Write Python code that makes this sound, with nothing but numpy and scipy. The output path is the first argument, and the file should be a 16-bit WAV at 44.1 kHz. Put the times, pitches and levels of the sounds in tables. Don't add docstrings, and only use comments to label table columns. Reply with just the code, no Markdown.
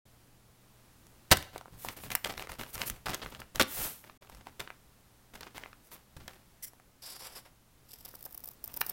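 import sys
import numpy as np
from scipy import signal
from scipy.fft import rfft, irfft
from scipy.io import wavfile
from scipy.ndimage import uniform_filter1d

SR = 44100
rng = np.random.default_rng(int(sys.argv[2]) if len(sys.argv) > 2 else 0)


def materialize(psi):
    bounded = np.clip(np.atleast_2d(psi).T, -1, 1)
    quanta = np.round(bounded * 32767).astype(np.int16)
    wavfile.write(sys.argv[1], SR, quanta)


N = 393372
TIME = np.arange(N) / SR

# start_s, hold_s, flex_db, table_bump_db
HAND_GRIPS = [(1.53, 0.033, -53.5, -52), (1.72, 0.029, -63.5, -49.5), (1.84, 0.06, -49.5, -52.5),
              (1.96, 0.048, -57.5, -59), (2.03, 0.046, -55, -47.5), (2.1, 0.037, -50.5, -52),
              (2.245, 0.029, -45.5, -53), (2.288, 0.014, -47, -47), (2.37, 0.035, -45, -50.5),
              (2.49, 0.022, -46, -49.5), (2.585, 0.031, -41, -47.5), (2.745, 0.056, -49, -49),
              (2.8, 0.035, -50, -55), (2.895, 0.013, -59, -43.5), (2.94, 0.019, -57, -54),
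              (3.07, 0.039, -42.5, -45), (3.165, 0.011, -50.5, -53), (3.225, 0.048, -53, -48.5),
              (3.315, 0.053, -57, -56), (3.39, 0.017, -59, -52), (3.546, 0.023, -45.5, -43.5),
              (3.77, 0.083, -45.5, -46.5), (4.03, 0.082, -61.5, -72), (4.22, 0.033, -61, -68),
              (4.29, .1, -61, -55.5), (4.45, 0.048, -65.5, -71), (4.605, 0.015, -50, -52),
              (5.335, 0.017, -53, -53), (5.42, 0.041, -58, -63), (5.545, 0.032, -49.5, -60),
              (5.62, 0.057, -66, -74), (5.915, 0.0092, -48, -75), (6.17, 0.076, -60.5, -56),
              (6.28, 0.075, -59, -75), (8.04, 0.047, -61.5, -64), (8.67, 0.13, -62, -62),
              (8.86, .05, -58, -66)]
# start_s, push_s, top_speed_hiss_db
PACKET_PUSHES = [(1.77, 0.089, -44.5), (1.89, 0.038, -52), (1.964, .012, -44.5), (1.975, 0.074, -47),
                 (2.102, 0.026, -42), (2.655, 0.052, -51), (2.728, 0.02, -38), (2.76, 0.064, -43.5),
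                 (2.855, 0.027, -32.5), (3.295, .012, -51.5), (3.665, 0.18, -32.5), (5.82, 0.053, -59),
                 (5.905, 0.038, -47)]
# start_s, body_db, centre_hz, crisp_db
PAPER_POPS = [(1.068, -59, 1500, -55.5), (1.4262, -42, 2430, -45), (1.5605, -33.5, 686, -53),
              (1.5797, -44, 2520, -44), (1.6113, -42, 670, -56), (1.6574, -44, 790, -65),
              (1.6813, -48, 675, -75), (1.8484, -33, 750, -41), (1.8863, -31.5, 2920, -39),
              (2.0372, -42, 1210, -45.5), (2.1039, -34.5, 1970, -40), (2.1172, -34.5, 2720, -37),
              (2.12, -33.5, 1830, -44), (2.152, -25, 1960, -26), (2.156, -46, 2440, -30.5),
              (2.2466, -26, 2440, -34), (2.2744, -52, 1550, -42), (2.324, -48, 1330, -44.5),
              (2.3781, -36, 2500, -47), (2.3958, -35, 1770, -49), (2.4237, -37, 1680, -44),
              (2.4719, -40.5, 1010, -54), (2.4968, -40.5, 970, -59), (2.5186, -40, 1630, -42.5),
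              (2.612, -35.5, 1720, -42), (2.6346, -39, 1550, -48), (2.7543, -41, 1780, -39),
              (2.779, -40, 1270, -44), (2.8171, -26, 2540, -41), (2.8994, -35, 2060, -27.5),
              (3.0682, -29.5, 1620, -55), (3.0842, -32.5, 1110, -43), (3.0947, -46, 1460, -41),
              (3.104, -41, 1530, -37.5), (3.1454, -43.5, 2070, -32), (3.2616, -35, 1350, -61),
              (3.3491, -41, 2270, -53), (3.403, -59, 1560, -43.5), (3.4183, -39.5, 1150, -64),
              (3.5583, -34.5, 2630, -34), (3.6063, -23, 1710, -37), (3.623, -26, 2710, -27),
              (3.6308, -33, 2180, -34), (4.041, -48.5, 1190, -69), (4.0976, -45.5, 1470, -72),
              (4.2978, -46, 990, -51.5), (4.3483, -54, 1180, -52), (4.4698, -37.5, 1170, -54),
              (4.6037, -34, 2340, -39.5), (4.6754, -40, 1390, -69), (4.7037, -37.5, 1260, -60),
              (5.3552, -47, 1530, -49), (5.432, -40.5, 2780, -63), (5.4694, -44, 1060, -71),
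              (5.5802, -37, 1730, -46), (5.6366, -38, 1600, -68), (5.6601, -41, 1170, -71),
              (5.7304, -46, 1670, -80), (5.9518, -58, 820, -62), (6.734, -52.5, 880, -59),
              (6.7988, -53, 1080, -65), (8.1395, -48, 900, -69), (8.264, -45.5, 960, -67)]
# start_s, contact_s, slap_db, crisp_db, thump_db
LANDINGS = [(1.3074, 0.0037, -38.5, -40.5, -54.5), (1.314, 0.014, -15.5, -17, -20.5),
            (1.323, 0.003, -21.5, -26, -33.5), (1.3316, 0.003, -23, -24.5, -37),
            (1.3706, 0.0017, -32.5, -28, -38.5), (2.2427, 0.0054, -42, -48, -50),
            (2.256, 0.0055, -35, -43, -63), (3.0581, 0.011, -36, -43, -48), (3.133, 0.018, -36, -46, -52),
            (3.217, 0.019, -40.5, -68, -50.5), (3.5968, 0.0021, -17.5, -25, -36.5),
            (3.5991, 0.0086, -22, -31.5, -42), (3.611, 0.0039, -18.5, -25.5, -47),
            (4.596, 0.0077, -39, -45, -47.5), (5.408, 0.0022, -41, -44, -63), (5.561, 0.012, -47, -65, -57),
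            (6.166, 0.0066, -50.5, -54, -44.5), (6.217, 0.0074, -64, -76, -57),
            (6.2791, 0.0012, -38.5, -38, -69)]
# start_s, length_s, level_db
OPENING_RUBS = [(6.623, 0.025, -37.5), (6.662, 0.021, -48.5)]
# start_s, length_s, scrape_db, rustle_db
BLADE_NUDGES = [(7.018, .15, -48.5, -55), (7.19, 0.043, -50, -51.5), (7.24, 0.032, -49.5, -47),
                (7.295, 0.05, -57, -55), (7.35, 0.032, -47.5, -49.5), (7.448, 0.013, -61, -52.5)]
# time_s, lag_s
REFLECTION_LAG = [(7.02, 0.00088), (7.16, 0.00071), (7.3, 0.00067), (7.4, .00056)]
# start_s, length_s, start_db, swell_db_per_s
SQUEEZES = [(7.848, 0.69, -53, -10), (8.635, 0.32, -56, 24)]
# start_s, length_s, level_db
BUNDLE_SNAPS = [(7.932, 0.0027, -45.5), (8.048, 0.012, -42), (8.084, .006, -46), (8.151, 0.0057, -41.5),
                (8.224, 0.0051, -43), (8.25, 0.012, -40), (8.308, .002, -50), (8.324, 0.004, -47),
                (8.345, 0.0061, -41), (8.376, 0.0024, -37), (8.403, 0.0018, -48), (8.438, 0.0034, -40),
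                (8.4436, .0008, -33.5), (8.457, 0.0013, -41), (8.473, 0.0085, -42.5),
                (8.487, 0.0018, -37.5), (8.514, 0.0018, -47), (8.6398, 0.0036, -34), (8.647, 0.0018, -37),
                (8.657, 0.0028, -44), (8.676, 0.0022, -38), (8.734, .002, -46), (8.74, 0.0014, -38),
                (8.763, 0.0026, -37.5), (8.768, 0.0066, -33.5), (8.808, 0.009, -26), (8.8638, 0.0046, -32),
                (8.893, 0.0068, -30)]
# start_s, end_s
PIVOT_TO_TIPS = [7.93, 8.3]
# start_s, end_s
SILENT_GAPS = [(0, .055), (4.175, 4.211)]

# pitch_hz, level_db, t60_s
TABLE_MODES = [(85, 0, .25), (143, -4, .12), (250, -15, .08), (300, -15, .1), (382, -20, .16)]
SCISSOR_MODES = [(1150, -7, .007), (1500, -1, .011), (1800, 0, .014), (2380, -1, .011), (2750, -2, .01),
                 (3950, -2, .009)]

# frequency_hz, relative_db
ROOM_EQ = [(20, -4), (65, -4), (100, -10.5), (200, -9.5), (400, -16.5), (1000, -20), (2500, -25.5),
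           (7000, -28.5), (11000, -28), (16000, -29.5)]
BUMP_EQ = [(20, -5.5), (50, 0), (100, -4.5), (170, -6.5), (260, -12.5), (600, -38.5)]
FLEX_EQ = [(80, -14), (250, 2), (600, 1.5), (1100, -0.5), (1900, -4.5), (3200, -6.5), (5000, -11),
           (8000, -18), (16000, -39)]
SLIDE_EQ = [(300, -1), (1500, -2.5), (4000, -3), (6500, -2), (10000, 2), (13000, 5.5), (16000, 2)]
CRISP_EQ = [(500, -26.5), (2500, -12), (5000, 3), (7500, 1.5), (10000, 1.5), (13500, -0.5), (16000, -1.5)]
SLAP_EQ = [(60, -9.5), (200, -4), (480, -1), (800, -0.5), (1200, -5), (1700, -1), (2300, -7.5),
           (3200, -4.5), (5000, -10), (7000, -21.5), (16000, -28)]
STEEL_EQ = [(900, -28), (2050, -8), (2600, -17), (3150, -9), (3700, -18), (5100, -7), (5850, 2),
            (6400, -17), (7300, -1), (8700, -7), (11200, 2), (12400, 1), (13600, -8), (15400, -2)]
SCRAPE_EQ = [(1000, -17), (2500, -11), (3650, -1), (4350, -7), (4800, 3), (5500, 3), (6400, -12),
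             (7700, -1), (8900, -6), (10600, -1), (12500, -3), (16000, -10)]
FIBRE_EQ = [(200, -10.5), (900, -4), (1800, -21), (4200, -18.5), (5300, -7.5), (6100, -9), (6900, -18),
            (9000, -8.5), (10200, -7), (11200, -2), (12400, -10), (13400, 6.5), (14800, 4.5), (16000, -4)]

TRANSIENT_S = .004


def undb(db):
    return 10 ** (np.asarray(db) / 20)


def unit(x):
    return x / np.sqrt(np.mean(x ** 2))


def add(track, start_s, sound):
    i = int(start_s * SR)
    track[i:i + len(sound)] += sound[:N - i]


def colour(x, eq, size=4096):
    hz, db = np.transpose(eq)
    shape = np.interp(np.log(np.arange(size // 2 + 1) * SR / size + 1), np.log(hz), db)
    cepstrum = irfft(np.log(undb(shape)))
    cepstrum[1:size // 2] *= 2
    cepstrum[size // 2 + 1:] = 0
    response = irfft(np.exp(rfft(cepstrum)))
    return signal.fftconvolve(x, response / np.linalg.norm(response))[:len(x)]


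def resonate(x, hz, q):
    return signal.lfilter(*signal.iirpeak(hz, max(q, 2.5 * hz / SR), fs=SR), x)


def with_level(x, db, span_s=TRANSIENT_S):
    return x * undb(db) / np.sqrt(np.mean(x[:int(span_s * SR) + 1] ** 2))


def wander(rate_hz):
    step = int(SR / rate_hz)
    return 1.2 * uniform_filter1d(np.repeat(rng.standard_normal(N // step + 1), step), step)[:N]


def grains(per_s, spread_db, cap_db=20):
    size = undb(np.minimum(spread_db * rng.exponential(size=N), cap_db))
    return unit((rng.random(N) < per_s / SR) * size * rng.choice([-1, 1], N))


def stroke(length_s, attack_s, release_s):
    t = np.arange(int((length_s + 8 * release_s) * SR)) / SR
    return (1 - np.exp(-t / attack_s)) * np.exp(-np.maximum(t - length_s, 0) / release_s)


def strokes(cues, attack_s, release_s):
    curves = np.zeros((len(cues[0]) - 2, N))
    for start, length, *levels in cues:
        for curve, db in zip(curves, levels):
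            add(curve, start, undb(db) * stroke(length, attack_s, release_s))
    return curves


def room_tone(air_db=-62, hum_hz=120, hum_db=-70.3):
    air = unit(colour(rng.standard_normal(N), ROOM_EQ)) * undb(air_db + wander(3.6))
    hum = np.sqrt(2) * undb(hum_db + wander(0.98)) * np.sin(2 * np.pi * hum_hz * TIME)
    return air + hum


def room_reverb(x, early_db=-12, late_db=-17, treble_db=-21, crossover_hz=4000):
    t = np.arange(SR // 2) / SR

    def tail(delay_s, t60_s):
        decay = rng.standard_normal(len(t)) * (t > delay_s) * np.exp(-np.log(1000) * t / t60_s)
        return decay / np.linalg.norm(decay)

    early = undb(early_db) * tail(delay_s=.004, t60_s=.13)
    late = undb(late_db) * tail(delay_s=.009, t60_s=.44)
    treble = undb(treble_db) * tail(delay_s=.009, t60_s=.38)
    dull = signal.lfilter(*signal.butter(2, crossover_hz, "low", fs=SR), early + late)
    bright = signal.lfilter(*signal.butter(2, crossover_hz, "high", fs=SR), treble)
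    return x + signal.fftconvolve(x, dull + bright)[:N]


def table_bumps(bump, trim_db=-1):
    return undb(trim_db) * colour(bump * rng.standard_normal(N), BUMP_EQ)


def paper_crackle(flex, catch_db=4.5, trim_db=-1.5):
    catching = undb(catch_db * wander(140))
    crackle = grains(per_s=1600, spread_db=4.5, cap_db=14)
    return undb(trim_db) * colour(flex * catching * crackle, FLEX_EQ)


def slide_envelope(push_power=0.73, coast_share=0.32):
    t = np.arange(SR) / SR
    envelope = np.zeros(N)
    for start, push_s, db in PACKET_PUSHES:
        progress = t / push_s
        speeding = np.minimum(progress, 1) ** push_power
        coasting = np.exp(-np.maximum(progress - 1, 0) / coast_share)
        add(envelope, start, undb(db) * speeding * coasting)
    return envelope


def paper_hiss(flex, rub_db=-7, glide_threshold_db=-51.5, trim_db=-1):
    slide = np.hypot(slide_envelope(), undb(rub_db) * flex)
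    gliding = slide / (slide + undb(glide_threshold_db))
    smooth = gliding * grains(per_s=33000, spread_db=3.5)
    ticks = (1 - gliding) * grains(per_s=2000, spread_db=1.5, cap_db=13)
    friction = (smooth + ticks) / np.hypot(gliding, 1 - gliding)
    return undb(trim_db) * colour(slide * friction, SLIDE_EQ)


def crinkle_cues(flex, count=240, spread_db=2, centre_hz=1400, spread_octaves=0.32, crisp_db=-6):
    when = rng.integers(0, N, count)
    size, pitch, snap = rng.standard_normal((count, 3)).T
    body_db = 20 * np.log10(flex[when] + 1e-9) + spread_db * size
    hz = centre_hz * 2 ** (spread_octaves * pitch)
    return np.transpose([when / SR, body_db, hz, body_db + crisp_db + spread_db * snap]).tolist()


def paper_pops(cues, flutter_s=0.00156, snap_s=0.0007, shiver_s=0.0051,
               body_trim_db=-2, crisp_trim_db=-1):
    t = np.arange(SR // 20) / SR
    body, crisp = np.zeros((2, N))
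    for start, body_db, hz, crisp_db in cues:
        flutter, fizz = rng.standard_normal((2, len(t)))
        push = (t == 0) + 0.21 * flutter * np.exp(-t / flutter_s)
        soften = signal.butter(2, min(1.7 * hz, SR / 3), fs=SR)
        patch = signal.lfilter(*soften, resonate(push, hz, q=0.63))
        add(body, start, with_level(patch, body_db + body_trim_db))
        snap = fizz * (np.exp(-t / snap_s) + 0.1 * np.exp(-t / shiver_s))
        add(crisp, start, with_level(snap, crisp_db + crisp_trim_db))
    return body + colour(crisp, CRISP_EQ)


def corner_flick(start_s=2.152, pitch_hz=14100, level_db=-22.5, ring_s=0.00017):
    t = np.arange(SR // 50) / SR
    out = np.zeros(N)
    ping = np.sin(2 * np.pi * pitch_hz * t) * np.exp(-t / ring_s)
    add(out, start_s, with_level(resonate(ping, pitch_hz, q=3), level_db))
    return out


def ring(modes, t):
    return sum(undb(db) * np.sin(2 * np.pi * hz * t) * np.exp(-np.log(1000) * t / t60)
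               for hz, db, t60 in modes)


def hand_slaps(release_s=0.0031, crisp_release_s=0.0034,
               slap_trim_db=-.5, crisp_trim_db=-1, thump_trim_db=-1):
    t = np.arange(SR // 3) / SR
    slap, crisp, thump = np.zeros((3, N))
    boom = ring(TABLE_MODES, t)
    for start, contact_s, slap_db, crisp_db, thump_db in LANDINGS:
        after = np.maximum(t - contact_s, 0)
        smack = rng.standard_normal(len(t)) * np.exp(-after / release_s)
        crack = rng.standard_normal(len(t)) * np.exp(-.6 * t / contact_s - after / crisp_release_s)
        add(slap, start, with_level(smack, slap_db + slap_trim_db, contact_s))
        add(crisp, start, with_level(crack, crisp_db + crisp_trim_db, contact_s))
        add(thump, start, with_level(boom, thump_db + thump_trim_db, span_s=0.011))
    return colour(slap, SLAP_EQ) + colour(crisp, CRISP_EQ) + thump


def scissors_open():
    rub, = strokes(OPENING_RUBS, attack_s=0.0048, release_s=0.0067)
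    return colour(rub * grains(per_s=12000, spread_db=2.5), STEEL_EQ)


def blade_scrape(chatter_db=2, reflection_gain=.5, ring_hz=4880, ring_q=5.6, ring_db=-2,
                 damping_db_per_s=33, scrape_trim_db=-1, rustle_trim_db=-2):
    scrape, rustle = strokes(BLADE_NUDGES, attack_s=0.0048, release_s=0.015)
    friction = grains(per_s=12000, spread_db=1.5) * undb(chatter_db * wander(150))
    edge = colour(scrape * friction, SCRAPE_EQ)
    treble = signal.filtfilt(*signal.butter(2, 6000, "high", fs=SR), edge)
    lag_s = np.interp(TIME, *np.transpose(REFLECTION_LAG))
    reflection = reflection_gain * np.interp(TIME - lag_s, TIME, treble)
    singing = unit(resonate(resonate(rng.standard_normal(N), ring_hz, ring_q), ring_hz, ring_q))
    in_paper_s = np.maximum(TIME - BLADE_NUDGES[0][0], 0)
    ringing = scrape * undb(ring_db - damping_db_per_s * in_paper_s) * singing
    crackle = colour(rustle * grains(per_s=3000, spread_db=2), FLEX_EQ)
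    packet = resonate(crackle, hz=1400, q=0.39)
    return undb(scrape_trim_db) * (edge + reflection + ringing) + undb(rustle_trim_db) * packet


def squeeze_envelope():
    pressure = np.zeros(N)
    for start, length, db, swell in SQUEEZES:
        shape = stroke(length, attack_s=0.037, release_s=.015)
        add(pressure, start, shape * undb(db + swell * np.arange(len(shape)) / SR))
    return pressure


def fibre_tears(jerk_db=7, tear_trim_db=-1, strand_db=4, attack_s=.0005, release_s=0.00083):
    t = np.arange(SR // 10) / SR
    jerks = undb(jerk_db * np.clip(wander(260), -2, 1.7))
    tearing = unit(jerks * grains(per_s=5700, spread_db=3.5, cap_db=19))
    fibres = undb(tear_trim_db) * squeeze_envelope() * tearing
    for start, length, db in BUNDLE_SNAPS:
        strands = np.repeat(undb(strand_db * rng.standard_normal(len(t))), SR // 1500)[:len(t)]
        parting = (1 - np.exp(-t / attack_s)) * np.exp(-np.maximum(t - length, 0) / release_s)
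        add(fibres, start, with_level(strands * rng.laplace(size=len(t)) * parting, db, length))
    return fibres


def scissors_cut(drag_db=-3.5, drag_fade_db=-14, pivot_pitch_ratio=0.92, pivot_db=-3):
    fibres = fibre_tears()
    travel = np.interp(TIME, PIVOT_TO_TIPS, [0, 1])
    drag = undb(drag_db + drag_fade_db * travel) * fibres * rng.choice([-1, 1], N)
    at_pivot = colour(fibres * (1 - travel), np.array(FIBRE_EQ) * [pivot_pitch_ratio, 1])
    at_tips = colour(fibres * travel, FIBRE_EQ)
    return at_tips + undb(pivot_db) * at_pivot + colour(drag, SCRAPE_EQ)


def scissors_clack(start_s=8.815, level_db=-26, low_cut_hz=800):
    t = np.arange(SR // 10) / SR
    out = np.zeros(N)
    clack = signal.lfilter(*signal.butter(2, low_cut_hz, "high", fs=SR), ring(SCISSOR_MODES, t))
    add(out, start_s, with_level(clack, level_db))
    return out


def scene():
    flex, bump = strokes(HAND_GRIPS, attack_s=0.0018, release_s=0.033)
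    hits = hand_slaps() + paper_pops(PAPER_POPS + crinkle_cues(flex)) + corner_flick()
    handling = paper_crackle(flex) + paper_hiss(flex) + table_bumps(bump)
    scissors = scissors_open() + blade_scrape() + scissors_cut() + scissors_clack()
    return (room_reverb(hits + handling + scissors) + room_tone())[None]


def record(dry, gap_db=-55.5, top_hz=16000):
    gate = np.ones(N)
    for start, end in SILENT_GAPS:
        gate[int(start * SR):int(end * SR)] = undb(gap_db)
    low_pass = signal.ellip(10, .2, 80, top_hz, fs=SR, output="sos")
    return signal.sosfilt(low_pass, dry * uniform_filter1d(gate, size=200))


dry = scene()
out = record(dry)
materialize(out)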